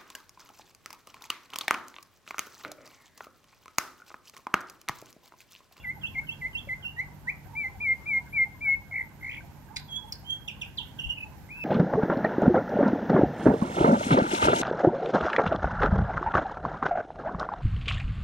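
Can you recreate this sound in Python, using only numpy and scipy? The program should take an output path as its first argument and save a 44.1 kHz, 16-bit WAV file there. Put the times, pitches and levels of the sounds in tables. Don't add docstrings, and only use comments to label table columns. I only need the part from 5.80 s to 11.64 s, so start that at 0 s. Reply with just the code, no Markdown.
import sys
import numpy as np
from scipy import signal
from scipy.fft import rfft, irfft, next_fast_len
from scipy.io import wavfile
from scipy.ndimage import uniform_filter1d

SR = 44100
rng = np.random.default_rng(int(sys.argv[2]) if len(sys.argv) > 2 else 0)


def unload_audio(sound):
    columns = np.transpose(np.atleast_2d(sound))
    steps = np.round(np.clip(columns, -1, 1) * 32767)
    wavfile.write(sys.argv[1], SR, steps.astype(np.int16))


N = 257544
T = np.arange(N) / SR

# pitch_hz, level_db
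TOWN_LEFT = [(15, -60.5), (28, -23.5), (45, 4.5), (70, 7), (150, -5.5), (250, -9.5), (450, -23),
             (680, -24.5), (860, -17.5), (1200, -24.5), (2000, -24), (3500, -32.5), (6000, -38.5),
             (12500, -43), (16000, -48.5)]
TOWN_RIGHT = [(15, -51), (45, -6.5), (70, -2.5), (150, 0), (250, -5.5), (450, -15.5), (680, -18),
              (860, -13), (1200, -25.5), (2000, -21.5), (3500, -29.5), (6500, -30), (9200, -36),
              (12000, -33), (16000, -36)]
TOWN_DB = -49
# pitch_hz, coherence (0 to 1)
LIKENESS = [(30, 0.45), (70, 0.23), (140, 0.78), (900, 0.6), (2500, 0.045), (6000, 0.034), (15000, 0.3)]
# pitch_hz, level_db
HUM = [(100, -59), (146, -56), (199.5, -63), (300, -69)]
# pitch_hz, width_hz, level_db, flutter_db
FAR_BANDS = [(603, 450, -71.5, 2.5), (888, 240, -68, 3.5), (1090, 750, -72.5, 5), (1552, 220, -70, 5.5)]
# start_s (their middle), pitch_hz, level_db
PEEPS = [(.175, 839, -52.5), (.4, 870, -53.5), (1.745, 907, -50), (1.85, 829, -52.5), (2.67, 840, -53),
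         (2.89, 846, -50.5), (3.915, 860, -50), (4.25, 847, -48.5), (4.285, 920, -52.5), (5.005, 922, -52),
         (5.46, 860, -51)]
# start_s, pitch_hz, level_db, t60_s (time to fall 60 dB), left_minus_right_db
BUMPS = [(.872, 565, -39.5, 0.072, -8), (1.045, 1490, -44, 0.048, -9), (3.606, 1560, -39.5, 0.039, -5),
         (5.26, 60.5, -38, 0.19, 26), (5.275, 125.7, -43, 0.12, 5)]

# delay_s, left_db, right_db
REFLECTIONS = [(.0031, -9.5, -25), (.0062, -15, 2), (.0088, -19, -13), (.0113, -9, 1.5),
               (.0146, -15.5, -16.5), (.0187, -3.5, -7), (.0305, -26, -2)]
# pitch_hz, level_db
PORCH = [(200, 3.5), (2100, 0.5), (2700, -1), (3400, 3.5), (5000, -2.5), (9000, -15), (16000, -17)]
PORCH_T60_S, PORCH_DB = 0.33, 5.5
SLAP_S, SLAP_DB = .0215, -9
# start_s, end_s
SLAP_SPANS_S = [(3.53, 3.58), (5.15, 5.312)]
# pitch_hz, width_hz, level_db at the start
LINGERING = [(2744, 120, -55), (3390, 200, -61.5)]
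# pitch_hz, level_db
SHADE = [(1800, -6.5), (2300, 4), (2700, -4), (3300, -8), (4400, 1), (7000, -3), (15000, 1.5)]
# pitch_hz, lag_radians
PORT_LAG = [(1000, -5), (1800, 2.5), (2150, 0.36), (2400, 1.46), (2560, 2.5), (2950, 3), (3250, 2.5),
            (3550, -0.5), (3900, 4.5), (4500, 3.5), (4900, 5), (6500, 8.5), (15000, 11.5)]

OVERTONES_DB = [3, -1, -13.5, -20.5, -14.5, -4]
# pitch_hz, level_db
HOARSE = [(800, -40.5), (1800, -14), (3000, -4.5), (4600, -14.5), (6500, -3.5), (9000, -4), (12000, -24.5),
          (16000, -29.5)]
BRIGHTENING = 0.29

# length_share, rise (pitch from low 0 to high 1), level_db
SCOOP = [(0, 0.95, -26), (.22, .15, -7), (.44, 0, -4.5), (0.699, .14, -0.5), (0.878, .28, -2),
         (1, .48, -25)]
VEE = [(0, 1, -28), (.38, .42, -20.5), (.52, .1, -1), (.72, 0.019, -1), (.88, .2, -7.5), (0.999, .45, -10)]
RISE = [(0, 0, -21), (0.249, .2, -10), (0.498, 0.38, -3), (.68, .7, -2.5), (.82, .92, -18),
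        (1, 0.93, -18.5)]
SWELL = [(0, 0.07, -12), (.3, .6, -8.5), (.62, .93, -2), (.8, 1, -5), (1, 0.96, -6)]
FALL = [(0, 1, -11), (.16, .55, -8.5), (.38, .2, 1.5), (.62, .08, -15), (1, 0, -6)]
DIP = [(0, 0.84, -12), (0.119, .45, -7), (.4, 0, 3.5), (.6, 0.17, 5), (.85, .38, -9.5), (1, 0.36, -10)]
FLICK = [(0, 0.18, -6), (.25, .35, 0), (.55, .7, -2.5), (.8, .9, -2.5), (1, 0.96, -14)]
# overtone_db and hoarse_db (both before high notes strain them), echo_db (the turned head
LOW_VOICE = (-44, -37, -19.5)
HIGH_VOICE = (-49, -36, -16.5)
UPSLUR_VOICE = (-38.5, -26, -17.5)
WHISTLE_VOICE = (-44, -64, -21.5)
THIN_VOICE = (-36, -42.5, -13)
DIP_VOICE = (-40.5, -29, -13.5)
PIP_VOICE = (-44, -43, -16.5)
FLICK_VOICE = (-34.5, -26.5, -17)
CHIP_VOICES = [(-26.5, -24, -11.5), (-27.5, -26, -13), (-40, -26, -12.5)]
TRILL_VOICES = [(-45, -41.5, -19), (-37, -25.5, -18)]

# start_s, length_s, low_hz, high_hz, level_db (added to the shape's level)
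LOW_CHIRPS = [(.031, 0.092, 1955, 2524, -28), (.343, 0.061, 2080, 2475, -28.5),
              (.606, .07, 1982, 2427, -29), (.881, 0.065, 1992, 2397, -29)]
HIGH_CHIRPS = [(.214, .048, 2607, 3400, -29), (.468, .046, 2670, 3120, -28.5), (.73, .046, 2660, 3050, -28)]
UPSLURS = [(1.165, .07, 1830, 2291, -28.5), (1.47, .043, 1796, 2540, -24)]
CHIPS = [(4.678, 0.024, 2402, 3650, -28.5), (4.814, 0.023, 2447, 3700, -31), (4.973, .04, 2728, 4800, -31)]
DIPS = [(1.025, .075, 2672, 3360, -40.5), (5.187, .022, 2725, 3717, -34.5), (5.235, .025, 2724, 3433, -33),
        (5.291, .027, 2760, 3404, -33)]
PIPS = [(5.37, .021, 2480, 2620, -35), (5.402, .013, 2480, 2593, -38), (5.422, .02, 2482, 2600, -32)]
FLICKS = [(0.259, 0.023, 2900, 3410, -41.5), (0.503, 0.033, 2894, 3376, -41.5),
          (0.768, 0.0319, 2924, 3496, -37), (5.198, .012, 2960, 3170, -49),
          (5.258, 0.0163, 2960, 3300, -45.5), (5.315, 0.0149, 2970, 3260, -59)]

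# start_s, length_s, crest_hz, final_hz, climb_s, fall_s, level_db, swell_db,
# peak_share (share of the length where it is loudest)
WHISTLES = [(2.001, 0.14, 2443, 2113, .02, 0.038, -22, 12.5, 0.84),
            (2.257, 0.135, 2417, 2127, .022, 0.04, -24.5, 12.5, 0.62),
            (2.524, .127, 2402, 2109, .019, 0.035, -22, 20, 0.48),
            (2.807, 0.15, 2386, 2177, .022, 0.03, -22, 17, 0.53)]
WHISTLE_SCOOP_HZ = 242.8
WHISTLE_ATTACK_S, WHISTLE_RELEASE_S, WHISTLE_EDGE_DB = 0.0086, 0.014, -15.5
# time_s, pitch_hz, level_db
BROKEN_WHISTLE = [(1.752, 2150, -43), (1.768, 2330, -34.5), (1.785, 2388, -31.5), (1.815, 2290, -30),
                  (1.831, 2250, -38), (1.848, 2070, -29.5), (1.868, 2036, -30), (1.886, 2136, -40)]
# time_s, pitch_hz, level_db
RISING_WHISTLE = [(5.69, 1990, -53), (5.71, 2407, -44.5), (5.722, 2483, -40), (5.764, 2610, -46.5),
                  (5.815, 2642, -39.5), (5.845, 2490, -33)]
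# time_s, pitch_hz, level_db
THIN_NOTES = [
    [(4.083, 3370, -55), (4.1, 3332, -46.5), (4.131, 3262, -38.5), (4.146, 3285, -45.5),
     (4.169, 3375, -27.5), (4.187, 3392, -59), (4.215, 3350, -63)],
    [(4.445, 3080, -58), (4.456, 3030, -56), (4.477, 3235, -42.5), (4.494, 3205, -37.5),
     (4.511, 3255, -34.5), (4.545, 3245, -43), (4.57, 3258, -51)],
]
# time_s, pitch_hz, level_db (before the throb), wobble_hz (depth about the pitch)
TRILLS = [
    [(3.112, 2184, -43.5, 0), (3.128, 2141, -30, 20), (3.145, 2056, -30, 147), (3.165, 2107, -30.5, 153.5),
     (3.215, 1961, -30, 118.5), (3.238, 2003, -45, 97)],
    [(3.41, 2100, -52, 80.2), (3.428, 1980, -42, 70), (3.437, 2060, -36, 170), (3.485, 2090, -32.5, 177.5),
     (3.505, 2260, -33, 301.4), (3.53, 2620, -32.5, 599), (3.553, 2620, -35, 656.7),
     (3.568, 2365, -37, 327.2), (3.581, 2245, -29.5, 198), (3.594, 2204, -58, 99)],
]
TRILL_HZ, TRILL_CREST_S = 59.3, 3.129
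THROAT_HZ, THROAT_WIDTH_HZ = 2148, 460
# time_s, pitch_hz, level_db
SQUAWK = [(3.960, 3400, -49), (3.9625, 2293, -39), (3.965, 2010, -38.5), (3.9695, 2302, -30),
          (3.972, 2033, -39), (3.976, 1970, -45), (3.986, 2160, -60)]
SQUAWK_PARTIALS_DB = [-2.5, 1.5, -12]
SQUAWK_ECHO_DB = -15.5
# time_s (middle), half_length_s, pitch_hz, level_db
TICKS = [(4.3232, 0.0013, 5750, -38.5), (4.325, 0.00093, 4940, -31), (4.329, .0018, 4770, -35.5)]
TICK_PARTIALS_DB = [3, -14, -13]
TICK_ECHO_DB = -14.5
TOP_HZ = 15700


def undb(db):
    return 10 ** (np.asarray(db) / 20)


def level(x, db):
    return x * undb(db) / np.sqrt(np.mean(x ** 2))


def curves(rows):
    times, *columns = np.transpose(rows)
    return [np.interp(T, np.sort(times), column) for column in columns]


def on_bins(points, size):
    hz, value = np.transpose(points)
    bin_hz = np.fft.rfftfreq(size, 1 / SR)
    return np.interp(np.log(bin_hz + 1), np.log(hz), value)


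def colour(x, points, share=1):
    size = x.shape[-1]
    return irfft(rfft(x) * undb(share * on_bins(points, size)), size)


def band(hz, width_hz):
    offset = 2 * (np.fft.rfftfreq(N, 1 / SR) - hz) / width_hz
    spectrum = rfft(rng.standard_normal(N)) / (1 + offset ** 2)
    return level(irfft(spectrum, N), 0)


def walk(rate):
    k = max(int(SR / rate), 2)
    held = np.repeat(rng.standard_normal(N // k + 1), k)
    smooth = uniform_filter1d(uniform_filter1d(held, k), k)
    return 1.35 * smooth[:N]


def turn(hz):
    return 2 * np.pi * np.cumsum(hz) / SR


def pan(x, db):
    return x * undb(np.array([[db], [-db]]) / 2)


def town(sway_db=1):
    common, *own = rfft(rng.standard_normal((3, N)))
    alike = np.clip(on_bins(LIKENESS, N), 0, 1)
    left, right = irfft(np.sqrt(alike) * common + np.sqrt(1 - alike) * np.array(own), N)
    rumble = np.array([colour(left, TOWN_LEFT), colour(right, TOWN_RIGHT)])
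    rumble = level(rumble, TOWN_DB) * undb(sway_db * walk(4.944))
    hum = 0
    for hz, db in HUM:
        tone = np.sin(turn(hz * (1 + 0.01577 * walk(10))))
        hum = hum + level(tone * undb(2 * walk(16)), db)
    far = 0
    for hz, width, db, flutter_db in FAR_BANDS:
        far = far + level(band(hz, width) * undb(flutter_db * walk(30)), db)
    return rumble + pan(hum, -2.3) + pan(far, -13)


def whine(pulsing_db=-77, warble_db=-74, low_db=-85, centre_hz=11720, swing_hz=190, stray_hz=170, count=2):
    cycle = 2 * np.pi * 12.5 * (T - .062)
    pulses = 1 + np.cos(cycle + .4 * walk(6))
    line = np.sin(2 * np.pi * 14000 * T) * pulses * undb(1.5 * walk(12))
    warble = 0
    for k in range(count):
        loudness = undb(6.7 * walk(44))
        hz = centre_hz + swing_hz * np.sin(cycle + k) + stray_hz * walk(55) + 170 * walk(900)
        warble = warble + loudness * np.sin(turn(hz))
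    low = level(band(6980, 120), low_db)
    return pan(level(line, pulsing_db) + level(warble, warble_db) + low, -9.5)


def faint_ticks(length_s=.005, hz=8300, width_hz=1100, db=-72, spread_db=3, count=60):
    times = rng.random(count) * N / SR
    nearest = np.min([np.abs(T - s) for s in times], axis=0)
    bursts = np.exp(-np.minimum((nearest / length_s) ** 2, 20))
    return pan(undb(db + spread_db * walk(24)) * bursts * band(hz, width_hz), -2.5)


def peeps(faint_db=-64, spread_db=12, length_s=0.012, glide=0.04955, count=110):
    faint = [(a * N / SR, 640 + 240 * (b + c), faint_db + spread_db * (d - .5))
             for a, b, c, d in rng.random((count, 4))]
    out = np.zeros(N + SR)
    age = np.arange(-SR // 16, SR // 16) / SR
    bump = np.sqrt(2) * np.exp(-(age / length_s) ** 2)
    for s, hz, db in PEEPS + faint:
        bend = 1 + glide * rng.standard_normal() * np.tanh(age / length_s)
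        start = max(int((s + age[0]) * SR), 0)
        out[start:start + len(age)] += undb(db) * bump * np.sin(turn(hz * bend))
    return pan(out[:N], -13.5) + porch(out[:N] * undb(-12.5))


def cage():
    out = np.zeros((2, N))
    for s, hz, db, t60, pan_db in BUMPS:
        age = np.maximum(T - s, 0)
        decay = undb(db - 60 * np.minimum(age / t60, 3))
        onset = 1 - np.exp(-age / 0.0014)
        out += pan(decay * onset * np.sin(2 * np.pi * hz * age), pan_db)
    return out


def porch(x):
    t = T[:SR // 2]
    build_up = np.clip(t / 0.0079, 0, 1)
    tail = rng.standard_normal((2, len(t))) * undb(-60 * t / PORCH_T60_S) * build_up
    response = undb(PORCH_DB) * colour(tail / np.sqrt(np.sum(tail ** 2) / 2), PORCH)
    for delay, left_db, right_db in REFLECTIONS:
        response[:, int(delay * SR)] += undb([left_db, right_db])
    return signal.fftconvolve(x[None], response, axes=1)[:, :N]


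def forced(size, hz, partials_db, jitter, air_db, echo_db):
    phase = turn(hz * (1 + jitter * walk(1500)))
    tone = np.sqrt(2) * sum(undb(db) * np.sin((k + 1) * phase) for k, db in enumerate(partials_db))
    air = level(colour(rng.standard_normal(N), HOARSE), air_db)
    sound = size * (tone + air)
    return np.array([sound, sound * undb(echo_db)])


def tick():
    size = sum(undb(db) * np.exp(-np.minimum(((T - s) / half) ** 2, 20)) for s, half, hz, db in TICKS)
    hz = curves(TICKS)[1]
    return forced(size, hz, TICK_PARTIALS_DB, jitter=.09, air_db=-8, echo_db=TICK_ECHO_DB)


def squawk(rasp_db=3):
    size, hz = syllable(SQUAWK)
    rasp = undb(rasp_db * walk(900))
    return forced(size * rasp, hz, SQUAWK_PARTIALS_DB, jitter=.1, air_db=-3, echo_db=SQUAWK_ECHO_DB)


def syllable(rows, corners=0.081):
    times = np.transpose(rows)[0]
    ease = max(int(corners * np.ptp(times) * SR), 1)
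    hz, db, *rest = (uniform_filter1d(c, ease) for c in curves(rows))
    to_edge = np.minimum(T - times.min(), times.max() - T)
    valve = np.clip(to_edge / .004 + .5, 0, 1)
    smooth_valve = valve * valve * (3 - 2 * valve)
    return smooth_valve * undb(db), hz, *rest


def gesture(shape, s, length, low_hz, high_hz, db):
    return syllable([(s + share * length, low_hz + rise * (high_hz - low_hz), db + shape_db)
                     for share, rise, shape_db in shape])


def whistle(s, length, crest_hz, final_hz, climb_s, fall_s, db, swell_db, peak_share):
    age = np.linspace(0, length, 40)
    late = age - climb_s
    climb = crest_hz - WHISTLE_SCOOP_HZ * (late / climb_s) ** 2
    sink = final_hz + (crest_hz - final_hz) * np.exp(-(late / fall_s) ** 2)
    hz = np.where(late < 0, climb, sink)
    swell = swell_db * np.minimum(age / (peak_share * length) - 1, 0)
    inside = np.minimum(age / WHISTLE_ATTACK_S, (length - age) / WHISTLE_RELEASE_S)
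    edges = np.maximum(1 - inside, 0) ** 2
    return syllable(np.transpose([s + age, hz, db + swell + WHISTLE_EDGE_DB * edges]))


def trill(rows, throb=0.65, unevenness=0.25, ragged=.28):
    wobble = np.cos(2 * np.pi * TRILL_HZ * (T - TRILL_CREST_S) + unevenness * walk(60))
    pinch = 1 - np.clip(throb, 0, 1) * ((1 - wobble) / 2) ** 4
    size, hz, depth = syllable(rows)
    hz = hz + depth * (wobble + ragged * walk(350))
    detune = 2 * (hz - THROAT_HZ) / THROAT_WIDTH_HZ
    steepness = np.where(detune < 0, -1.2, -.5)
    return size * pinch * (1 + detune ** 2) ** steepness, hz


def song():
    kinds = [(LOW_CHIRPS, SCOOP, LOW_VOICE), (HIGH_CHIRPS, VEE, HIGH_VOICE), (UPSLURS, RISE, UPSLUR_VOICE),
             (PIPS, SWELL, PIP_VOICE), (DIPS, DIP, DIP_VOICE)]
    notes = [(gesture(shape, *row), voice) for rows, shape, voice in kinds for row in rows]
    notes += [(gesture(FALL, *row), voice) for row, voice in zip(CHIPS, CHIP_VOICES)]
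    notes += [(syllable(BROKEN_WHISTLE), WHISTLE_VOICE)]
    notes += [(whistle(*row), WHISTLE_VOICE) for row in WHISTLES]
    notes += [(trill(rows), voice) for rows, voice in zip(TRILLS, TRILL_VOICES)]
    notes += [(syllable(rows), THIN_VOICE) for rows in THIN_NOTES + [RISING_WHISTLE]]
    return notes


def syrinx(pitch, strength, overtone_db, hoarse_db, patchy_db=3, jitter=.06, shimmer_db=2.2, shrill_db=12,
           strain_db=6):
    tension = np.clip((pitch - 2400) / 700, 0, 1)
    hoarse = undb(hoarse_db + strain_db * (tension - 1.5))
    phase = turn(pitch * (1 + jitter * np.sqrt(hoarse) * walk(700)))
    overtones = 0
    for number, db in enumerate(OVERTONES_DB, start=2):
        fits = number * pitch < SR / 2
        overtones = overtones + undb(db) * np.sin(number * phase) * fits
    brightness = undb(overtone_db + shrill_db * tension + patchy_db * walk(50))
    tone = np.sqrt(2) * (np.sin(phase) + brightness * overtones)
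    air = hoarse * level(colour(rng.standard_normal(N), HOARSE), 0)
    unsteady = np.clip((hoarse_db + 70) / 30, .3, 1)
    return strength * undb(shimmer_db * unsteady * walk(120)) * (tone + air)


def sing(notes):
    pitch, strength, effort, voices = np.zeros(N), np.zeros(N), np.ones(N), np.zeros((N, 3))
    for (size, hz), voice in notes:
        on = size > strength
        pitch[on], strength[on] = hz[on], size[on]
        effort[on], voices[on] = size[on] / size.max(), voice
    overtone_db, hoarse_db, echo_db = voices.T
    brighter_db = BRIGHTENING * 20 * np.log10(effort)
    sound = syrinx(pitch, strength, overtone_db + brighter_db, hoarse_db)
    return np.array([sound, sound * undb(echo_db)])


def bird():
    flicks = [(gesture(FLICK, *row), FLICK_VOICE) for row in FLICKS]
    voice, to_walls = sing(song()) + sing(flicks) + squawk() + tick()
    spans = sum(1. * (T > start) * (T < end) for start, end in SLAP_SPANS_S)
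    slap_gate = uniform_filter1d(spans, size=400)
    slap = undb(SLAP_DB) * np.roll(voice * slap_gate, int(SLAP_S * SR))
    decay = undb(-60 * np.minimum(T / PORCH_T60_S, 2))
    lingering = sum(undb(db) * band(hz, width) for hz, width, db in LINGERING) * decay
    size = next_fast_len(N + SR // 10)
    left, right = np.pad(voice + porch(to_walls), ((0, 0), (0, size - N)))
    left = irfft(rfft(left) * np.exp(-1j * on_bins(PORT_LAG, size)), size)
    sides = np.array([colour(left, SHADE, .5), colour(right, SHADE, -.5)])[:, :N]
    return sides + slap + lingering


def scene():
    return town() + whine() + faint_ticks() + peeps() + cage() + bird()


def record(dry):
    return signal.sosfilt(signal.ellip(10, .1, 80, TOP_HZ, fs=SR, output="sos"), dry)


dry = scene()
out = record(dry)
unload_audio(out)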